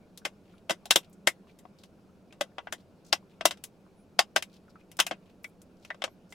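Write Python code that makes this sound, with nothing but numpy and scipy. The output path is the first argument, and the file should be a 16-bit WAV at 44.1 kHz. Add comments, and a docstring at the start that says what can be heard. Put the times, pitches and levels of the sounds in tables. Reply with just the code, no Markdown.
"""Sharp plastic snaps, left of centre: a thin water bottle is squeezed by a drinker in a parked car.
Each snap is a noise click filtered by the ribbed wall, the hollow body and one panel; it dies fast.
Between snaps: grip rustles from clusters of tiny slips, bubbles as rising sines, thin whistles of air.
Under them: shaped noise for the run of water, stirred by each snap, and a low steady cabin hum."""
import sys
import numpy as np
from scipy import signal
from scipy.fft import rfft, irfft, next_fast_len
from scipy.io import wavfile
from scipy.ndimage import uniform_filter1d, map_coordinates

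SR = 44100
rng = np.random.default_rng(int(sys.argv[2]) if len(sys.argv) > 2 else 0)


def inscribe(sig):
    """Save sig as 16-bit PCM at rate SR to the path in sys.argv[1].

    A 1-D sig is mono; a 2-D sig holds one channel per row.
    Samples are clipped to [-1, 1] before scaling.
    """
    pcm = np.round(np.clip(np.atleast_2d(sig).T, -1, 1) * 32767)
    wavfile.write(sys.argv[1], SR, pcm.astype(np.int16))


N = 279594  # samples


def amp(db):
    """Decibels to amplitude gain."""
    return 10 ** (np.asarray(db) / 20)


def unit(x):
    """Scale to rms 1."""
    return x / np.sqrt(np.mean(x ** 2) + 1e-20)


def along(points, hz):
    """Interpolate (f/Hz, value) points on a log frequency axis."""
    point_hz, values = np.transpose(points)
    return np.interp(np.log(hz + 1), np.log(point_hz), values)


def wobble(knots_per_s):
    """Smooth random curve of N samples through normal random knots."""
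    knots = rng.standard_normal(int(N * knots_per_s / SR) + 4)
    return map_coordinates(knots, [np.arange(N) * knots_per_s / SR])


def filtered(x, response):
    """Apply a gain that is a function of frequency in Hz."""
    padded = next_fast_len(N + SR // 2)
    gain = response(np.fft.rfftfreq(padded, 1 / SR))
    return irfft(rfft(x, padded) * gain, padded)[..., :N]


def causal(db):
    """Minimum-phase response with these gains: rings only after the blow."""
    cepstrum = irfft(np.log(amp(db)))
    half = len(cepstrum) // 2
    cepstrum[1:half] *= 2
    cepstrum[half + 1:] = 0
    return np.exp(rfft(cepstrum))


def bump(hz, centre_hz, width):
    """Resonance of height 1; width is the half-width at half height over the centre frequency."""
    return 1 / (1 + ((hz - centre_hz) / (width * centre_hz)) ** 2)


def stereo(pair, side_db, left_db):
    """Two unrelated signals as mid and side; left gets left_db more gain than right."""
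    mid, side = pair[0], amp(side_db) * pair[1]
    left = (mid + side) * amp(left_db / 2)
    right = (mid - side) * amp(-left_db / 2)
    return np.array([left, right])


def add(track, start_s, sound):
    """Mix a sound into the track at start_s."""
    start = max(round(start_s * SR), 0)
    room = track[:, start:start + sound.shape[1]]
    room += sound[:, :room.shape[1]]


def cabin(t, sharp_db=0, left_db=2.0, t60_s=0.072, crack_t60_s=0.019, direct_db=13,
          creep_db=-9, creep_t60_s=0.0046, smooth_hz=420, lead_samples=192):
    """One click in the car: the crease creeps, cracks, and a short padded tail follows."""
    age = t - lead_samples / SR
    after = amp(-60 * np.abs(age) / t60_s) + amp(sharp_db - 60 * np.abs(age) / crack_t60_s)
    before = amp(creep_db - 60 * np.abs(age) / creep_t60_s)
    paths = rng.standard_normal((2, len(t))) * np.where(age < 0, before, after)
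    paths[0, lead_samples + round(0.0009 * SR)] += amp(direct_db + sharp_db)
    spectrum = rfft(paths)
    # Level the broad colour; keep the fine comb of the many paths.
    smooth_bins = max(round(smooth_hz * len(t) / SR), 1)
    power = uniform_filter1d(np.abs(spectrum) ** 2, smooth_bins, axis=1)
    flat = spectrum / np.sqrt(np.abs(power) + 1e-12)
    # Long waves are nearly alike in both channels.
    side_db = along([(150, -17), (700, -6), (3000, -6.5)], np.fft.rfftfreq(len(t), 1 / SR))
    click = irfft(stereo(flat, side_db, left_db))
    return click * (t < t[-1] / 2)


# Broad colour of the wall, common to all snaps: f/Hz, level/dB
WALL_COLOUR = [(60, -25), (180, -8.5), (250, -11.5), (335, -1), (410, -6), (650, 2.5), (1000, -2.5),
               (1600, -2), (2300, -6.5), (3300, -1), (4300, -10), (5300, -9), (8000, -10), (12000, -16),
               (16000, -26.5)]
# Standing waves of the ribbed wall and the nulls between them: f/Hz, level/dB
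RIB_MODES = [(450, -2.5), (645, -1), (790, 1), (912, -3.5), (968, 5), (1025, -8), (1085, 4), (1190, -0.5),
             (1450, 0), (1545, 4), (1700, -1.5), (1806, 2), (1875, -4.5), (1989, 7.5), (2123, 5.5),
             (2180, -2), (2255, 4), (2531, 4.5), (2740, 6), (3072, 3), (3376, -0.5), (3794, 4.5), (5100, 7),
             (5772, 5.5), (7341, 2.5)]


def ribbed_wall(hz, rib_half_width_hz=34, floor_db=-2):
    """Gain in dB of the ribbed wall: broad colour plus narrow modes and nulls."""
    ribs = sum(db * bump(hz, f, rib_half_width_hz / f) for f, db in RIB_MODES)
    # A small bottle radiates little deep bass.
    bass_cut = along([(110, -9.5), (170, 0)], hz)
    return along(WALL_COLOUR, hz) + floor_db + ribs + bass_cut


SNAP_LEFT_DB = 3
TREBLE_DB, TREBLE_SHARE = 3.5, 0.42  # lift at 5 kHz; share of brightness added there

# Wall buckles: t/s, level/dB, sharpness/dB, bass/dB, brightness/dB,
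# hollow f/Hz, hollow level/dB, panel f/Hz, panel level/dB
BUCKLES = [(0.1753, -23, -5, -13, 20.5, 662, -5, 4050, 13.5), (0.2517, 6, -17, 2.5, -4, 464, 7, 2360, 12),
           (0.696, 6.5, -26, -4, -3.5, 630, 18, 2480, 8), (0.7068, 10, -6, 7, -4, 543, 4, 1090, 1.5),
           (0.856, -14, -5.5, 1, 10, 765, 16.5, 4113, 7), (0.908, 17.5, -5.5, -4, 5, 475, 0.5, 4200, 5),
           (0.959, 15, 0, 6, 8, 480, 6, 3540, 5.5), (1.2727, 15, -3, 3.5, 3.5, 590, 4, 2001, 13.5),
           (1.5886, -30.5, -8, -7, 17.5, 677, 0, 2130, 8), (1.6526, -24.5, 18, 18, -31, 743, 18, 1100, 19),
           (1.8365, -22, 4, -11.5, 4, 1100, 3, 3025, 4), (2.3253, -18, -12.5, 5, -4.5, 475, 4, 2650, 6.5),
           (2.4103, 8.5, -1.5, 0.5, -4, 596, 14, 1090, 1.5), (2.583, 2, 2, -7, -30, 630, 11, 1070, 8),
           (2.671, -7.5, -5.5, 3.5, -36.5, 794, 11, 1530, 11),
           (2.7246, 1.5, -4.5, -2, 2, 710, 2.5, 1850, 8), (3.1281, 16, -0.5, -6.5, -3.5, 784, 5, 4740, 11),
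           (3.41, 3.5, 3, -1.5, -20.5, 635, 8, 1890, 5.5), (3.4545, 16, -3, 3, 7.5, 637, 10.5, 1080, 10),
           (3.5094, 2.5, -8, -10.5, -4.5, 539, 9.5, 3670, 4), (3.573, -24, -9, 0, -1, 592, 12, 3500, 1),
           (3.6389, -14, -11, -7, 21.5, 480, 7, 2430, 8.5),
           (4.1915, 20.5, 1.5, -8.5, -5, 744, 9.5, 5050, 6),
           (4.3617, 15.5, -6, -2.5, -3.5, 605, 10.5, 1590, 8),
           (4.4243, -2, 1.5, -12, 5.5, 723, -2.5, 2370, 8),
           (4.9158, -25.5, -4, -0.5, 16, 512, 9.5, 2222, 14),
           (4.9689, -32.5, 4, 1.5, 26, 730, 11, 2564, 5.5),
           (4.9905, 10, -7.5, -3.5, -6, 600, 3.5, 1360, 10.5), (5.0005, 15, -2, -11, 4, 1080, 5, 3100, 7.5),
           (5.0662, -2, -2.5, -14, 10, 720, 11.5, 2400, 13),
           (5.1112, 6, -10, 7, -20.5, 670, 6.5, 1900, 3.5),
           (5.4436, -12.5, 6.5, -9, 3.5, 631, 7.5, 2220, 24),
           (5.6175, -33.5, 3.5, -4, 20, 551, -0.5, 6700, 5),
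           (5.8491, -17, -0.5, -9.5, 0.5, 500, 15, 2470, 12),
           (5.9032, -1, -1.5, -9.5, -32.5, 634, 10, 1834, 15.5),
           (5.945, -19, 4, 1.5, -16, 552, 12.5, 1123, 11.5), (6.0199, 3, 5, -11, -17.5, 633, 11.5, 3561, 7),
           (6.04, 9, 2, -4.5, -9, 533, 12.5, 2860, 0.5), (6.078, -16.5, 6, 8, -25, 620, 14, 1100, 14.5),
           (6.3245, -15.5, 6, -16.5, 1.5, 765, 11, 2120, 12.5)]


def snaps(size=8192, lead_samples=192, crack_db=3, ripple_db=2, ripple_hz=330, flip_s=0.017,
          tail_share=0.55):
    """Each buckle: a click coloured by the ribbed wall, the hollow body and the panel that flips."""
    out, t, hz = np.zeros((2, N)), np.arange(size) / SR, np.fft.rfftfreq(size, 1 / SR)
    wall = ribbed_wall(hz)
    flip = 1 / (1 + (np.maximum(t - lead_samples / SR, 0) / flip_s) ** 4)
    for s, db, sharp_db, bass_db, bright_db, hollow_hz, hollow_db, panel_hz, panel_db in BUCKLES:
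        # Brightness lifts the treble along with the top; dull snaps lose both.
        treble_db = TREBLE_DB + TREBLE_SHARE * bright_db
        tilt = along([(300, bass_db), (1000, 0), (2200, 0.001), (5000, treble_db),
                      (12000, bright_db)], hz)
        body = db + wall + tilt + hollow_db * bump(hz, hollow_hz, width=0.17)
        panel = panel_db * bump(hz, panel_hz, width=0.14)
        # A random ripple in the upper colour makes each snap a little different.
        ripple = ripple_db * map_coordinates(rng.standard_normal(size), [hz / ripple_hz])
        ripple = ripple * along([(800, 0.062), (2500, 0.84)], hz)
        click = cabin(t, crack_db + sharp_db, SNAP_LEFT_DB)
        # Full panel ring while it flips; smoother colour in the tail.
        crack = rfft(click * flip) * causal(body + panel + ripple)
        tail = rfft(click * (1 - flip)) * causal(body + tail_share * panel)
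        add(out, s - lead_samples / SR, irfft(crack + tail))
    return out


# Shifts of the grip: t/s, length/s, level/dB, f/Hz
GRIP_SHIFTS = [(0.441, 0.17, -73.5, 2730), (1.013, 0.04, -65, 2870), (1.088, 0.0088, -69, 11940),
               (1.122, 0.0083, -62, 5700), (1.448, 0.069, -71, 2730), (1.774, 0.094, -66.5, 4150),
               (2.771, 0.053, -71.5, 3460), (3.036, 0.065, -65, 5154), (3.285, 0.06, -72.5, 2950),
               (4.492, 0.077, -66.5, 3410), (4.688, .015, -67, 4560), (4.787, 0.024, -72, 2515),
               (5.215, 0.11, -73, 2456), (5.409, 0.1, -71, 10030), (5.756, 0.18, -72, 4500),
               (6.271, 0.086, -68.5, 6310)]


def rustles(slips_per_s=260, scatter_db=4, width=0.16, size=4096):
    """The grip shifts: clusters of tiny slips that swell and fade."""
    out, t = np.zeros((2, N)), np.arange(size) / SR
    hz = np.fft.rfftfreq(size, 1 / SR)
    for s, length_s, db, centre_hz in GRIP_SHIFTS:
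        count = max(round(length_s * slips_per_s), 2)
        cluster = np.zeros((2, int(length_s * SR) + size))
        places = rng.beta(2, 2, count)  # densest mid-cluster
        strengths, detunes = rng.standard_normal(count), rng.standard_normal(count)
        for place, strength, detune in zip(places, strengths, detunes):
            # Each slip rings its own small patch of film.
            resonance = np.sqrt(bump(hz, centre_hz * np.exp(0.18 * detune), width))
            patch = resonance * hz / (hz + centre_hz / 2)
            slip = irfft(rfft(cabin(t)) * patch)
            add(cluster, place * length_s, amp(scatter_db * strength) * slip)
        # Level is rms as if all energy fell within length_s.
        spread = np.sqrt(length_s * SR / cluster.shape[1])
        add(out, s, amp(db) * unit(cluster) * spread)
    return out


BURBLES_PER_S, BURBLE_DB = 1.5, -58.5  # level before gain_db
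BURBLE_HZ, BURBLE_SPREAD = 1400, 0.33  # median pitch; sd of its natural log

# Clearest bubbles in the neck: t/s, level/dB (before gain_db), starting f/Hz
CLEAR_BUBBLES = [(0.2124, -51, 1470), (0.5337, -50, 1330), (1.4647, -52, 1059), (1.491, -51.5, 2380),
                 (2.3022, -52.5, 2420), (3.2219, -51, 1010), (3.8593, -53, 1100), (4.6759, -51.5, 1400),
                 (4.7521, -41, 1320), (4.8055, -52.5, 2380)]


def bubbles(size=4096, t60_s=0.016, rise_per_s=4, gain_db=-2):
    """Small bubbles ring at a rising pitch as air passes the neck; fainter ones come at random."""
    out, t = np.zeros((2, N)), np.arange(size) / SR
    faint = []
    for _ in range(round(BURBLES_PER_S * N / SR)):
        pitch_hz = BURBLE_HZ * np.exp(rng.normal(0, BURBLE_SPREAD))
        faint.append((rng.uniform(0, N / SR), BURBLE_DB + rng.normal(0, 2), pitch_hz))
    for s, db, hz in CLEAR_BUBBLES + faint:
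        ring = np.sin(2 * np.pi * hz * t * (1 + rise_per_s * t)) * amp(-60 * t / t60_s)
        heard = irfft(rfft(ring) * rfft(cabin(t)))
        add(out, s, amp(db + gain_db) * heard / np.abs(heard).max())
    return out


# Air squeaking into the bottle: t/s, length/s, start f/Hz, end f/Hz, level/dB
AIR_SQUEAKS = [(0.51, 0.099, 10300, 10700, -81), (3.943, .12, 10300, 10500, -73),
               (6.068, 0.1, 12000, 12870, -76)]


def squeaks():
    """Air slips in through a narrow gap with a thin, rising, slightly unsteady whistle."""
    out = np.zeros((2, N))
    for s, length_s, start_hz, end_hz, db in AIR_SQUEAKS:
        count = int(length_s * SR)
        pitch_hz = np.linspace(start_hz, end_hz, count) + 50 * wobble(180)[:count]
        tone = np.sin(2 * np.pi * np.cumsum(pitch_hz) / SR)
        whistle = amp(db) * np.hanning(count) * tone
        add(out, s, np.array([whistle, whistle]))
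    return out


FLOW_DB = -76  # steady run
SLOSH_DB, SLOSH_DB_PER_DB, SLOSH_T60_S = -73, 0.3, 0.55  # stir by a 0 dB snap; growth; decay


def flow(waver_db=0.84, knots_per_s=6):
    """Gain of the water: a steady run; every buckle stirs it, and it settles again."""
    stirs, t = np.zeros(N), np.arange(SR) / SR
    for s, db, *_ in BUCKLES:
        stirs[round(s * SR)] += amp(SLOSH_DB + SLOSH_DB_PER_DB * db) ** 2
    settling = amp(-60 * t / SLOSH_T60_S) ** 2
    slosh = np.abs(signal.fftconvolve(stirs, settling)[:N])
    return np.sqrt(amp(FLOW_DB) ** 2 + slosh) * amp(waver_db * wobble(knots_per_s))


# Colour of the moving water: f/Hz, level/dB
WATER_COLOUR = [(530, -37.5), (900, -7), (1120, -3.5), (1200, -9), (1410, 1), (1900, -18), (2420, -5),
                (3300, -14), (5610, -16.5), (6180, -24.5), (8250, -30.5), (10200, -24), (16000, -43)]


def trickle(patchy_db=3):
    """A faint wash of moving water: noise whose colour shifts from moment to moment."""
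    noise = stereo(rng.standard_normal((2, N)), side_db=-2.0, left_db=1.5)
    frames = signal.stft(noise, nperseg=512)[2]
    blur = np.outer(np.hanning(9), np.hanning(11))  # bins x frames
    patches = signal.fftconvolve(rng.standard_normal(frames.shape[1:]), blur, "same")
    wash = signal.istft(frames * amp(patchy_db * unit(patches)), nperseg=512)[1][:, :N]
    water = filtered(wash, lambda hz: amp(along(WATER_COLOUR, hz)))
    return unit(water) * flow()


HUM_DB = -57.5  # rms

# Colour of the cabin's background: f/Hz, level/dB
HUM_COLOUR = [(15, -17), (32, -15.5), (48, -18), (95, -9), (125, -14), (160, -7), (190, -0.5), (245, -10),
              (320, -11), (400, -12), (620, -16), (1000, -27), (2000, -38.5), (6000, -43), (16000, -52.5)]


def hum():
    """Low steady noise, booming at one cabin resonance and nearly alike in both channels."""
    air = stereo(rng.standard_normal((2, N)), side_db=-13, left_db=-0.45)
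    return amp(HUM_DB) * unit(filtered(air, lambda hz: amp(along(HUM_COLOUR, hz))))


def scene():
    """The bottle, left of centre, over the cabin's hum."""
    return snaps() + rustles() + bubbles() + squeaks() + trickle() + hum()


TOP_HZ = 16200


def record(dry, ceiling=0.83):
    """Round off the highest peaks, then cut steeply above TOP_HZ."""
    held = dry / (1 + np.abs(dry / ceiling) ** 8) ** (1 / 8)
    return filtered(held, lambda hz: 1 / np.sqrt(1 + (hz / TOP_HZ) ** 160))


dry = scene()
out = record(dry)
inscribe(out)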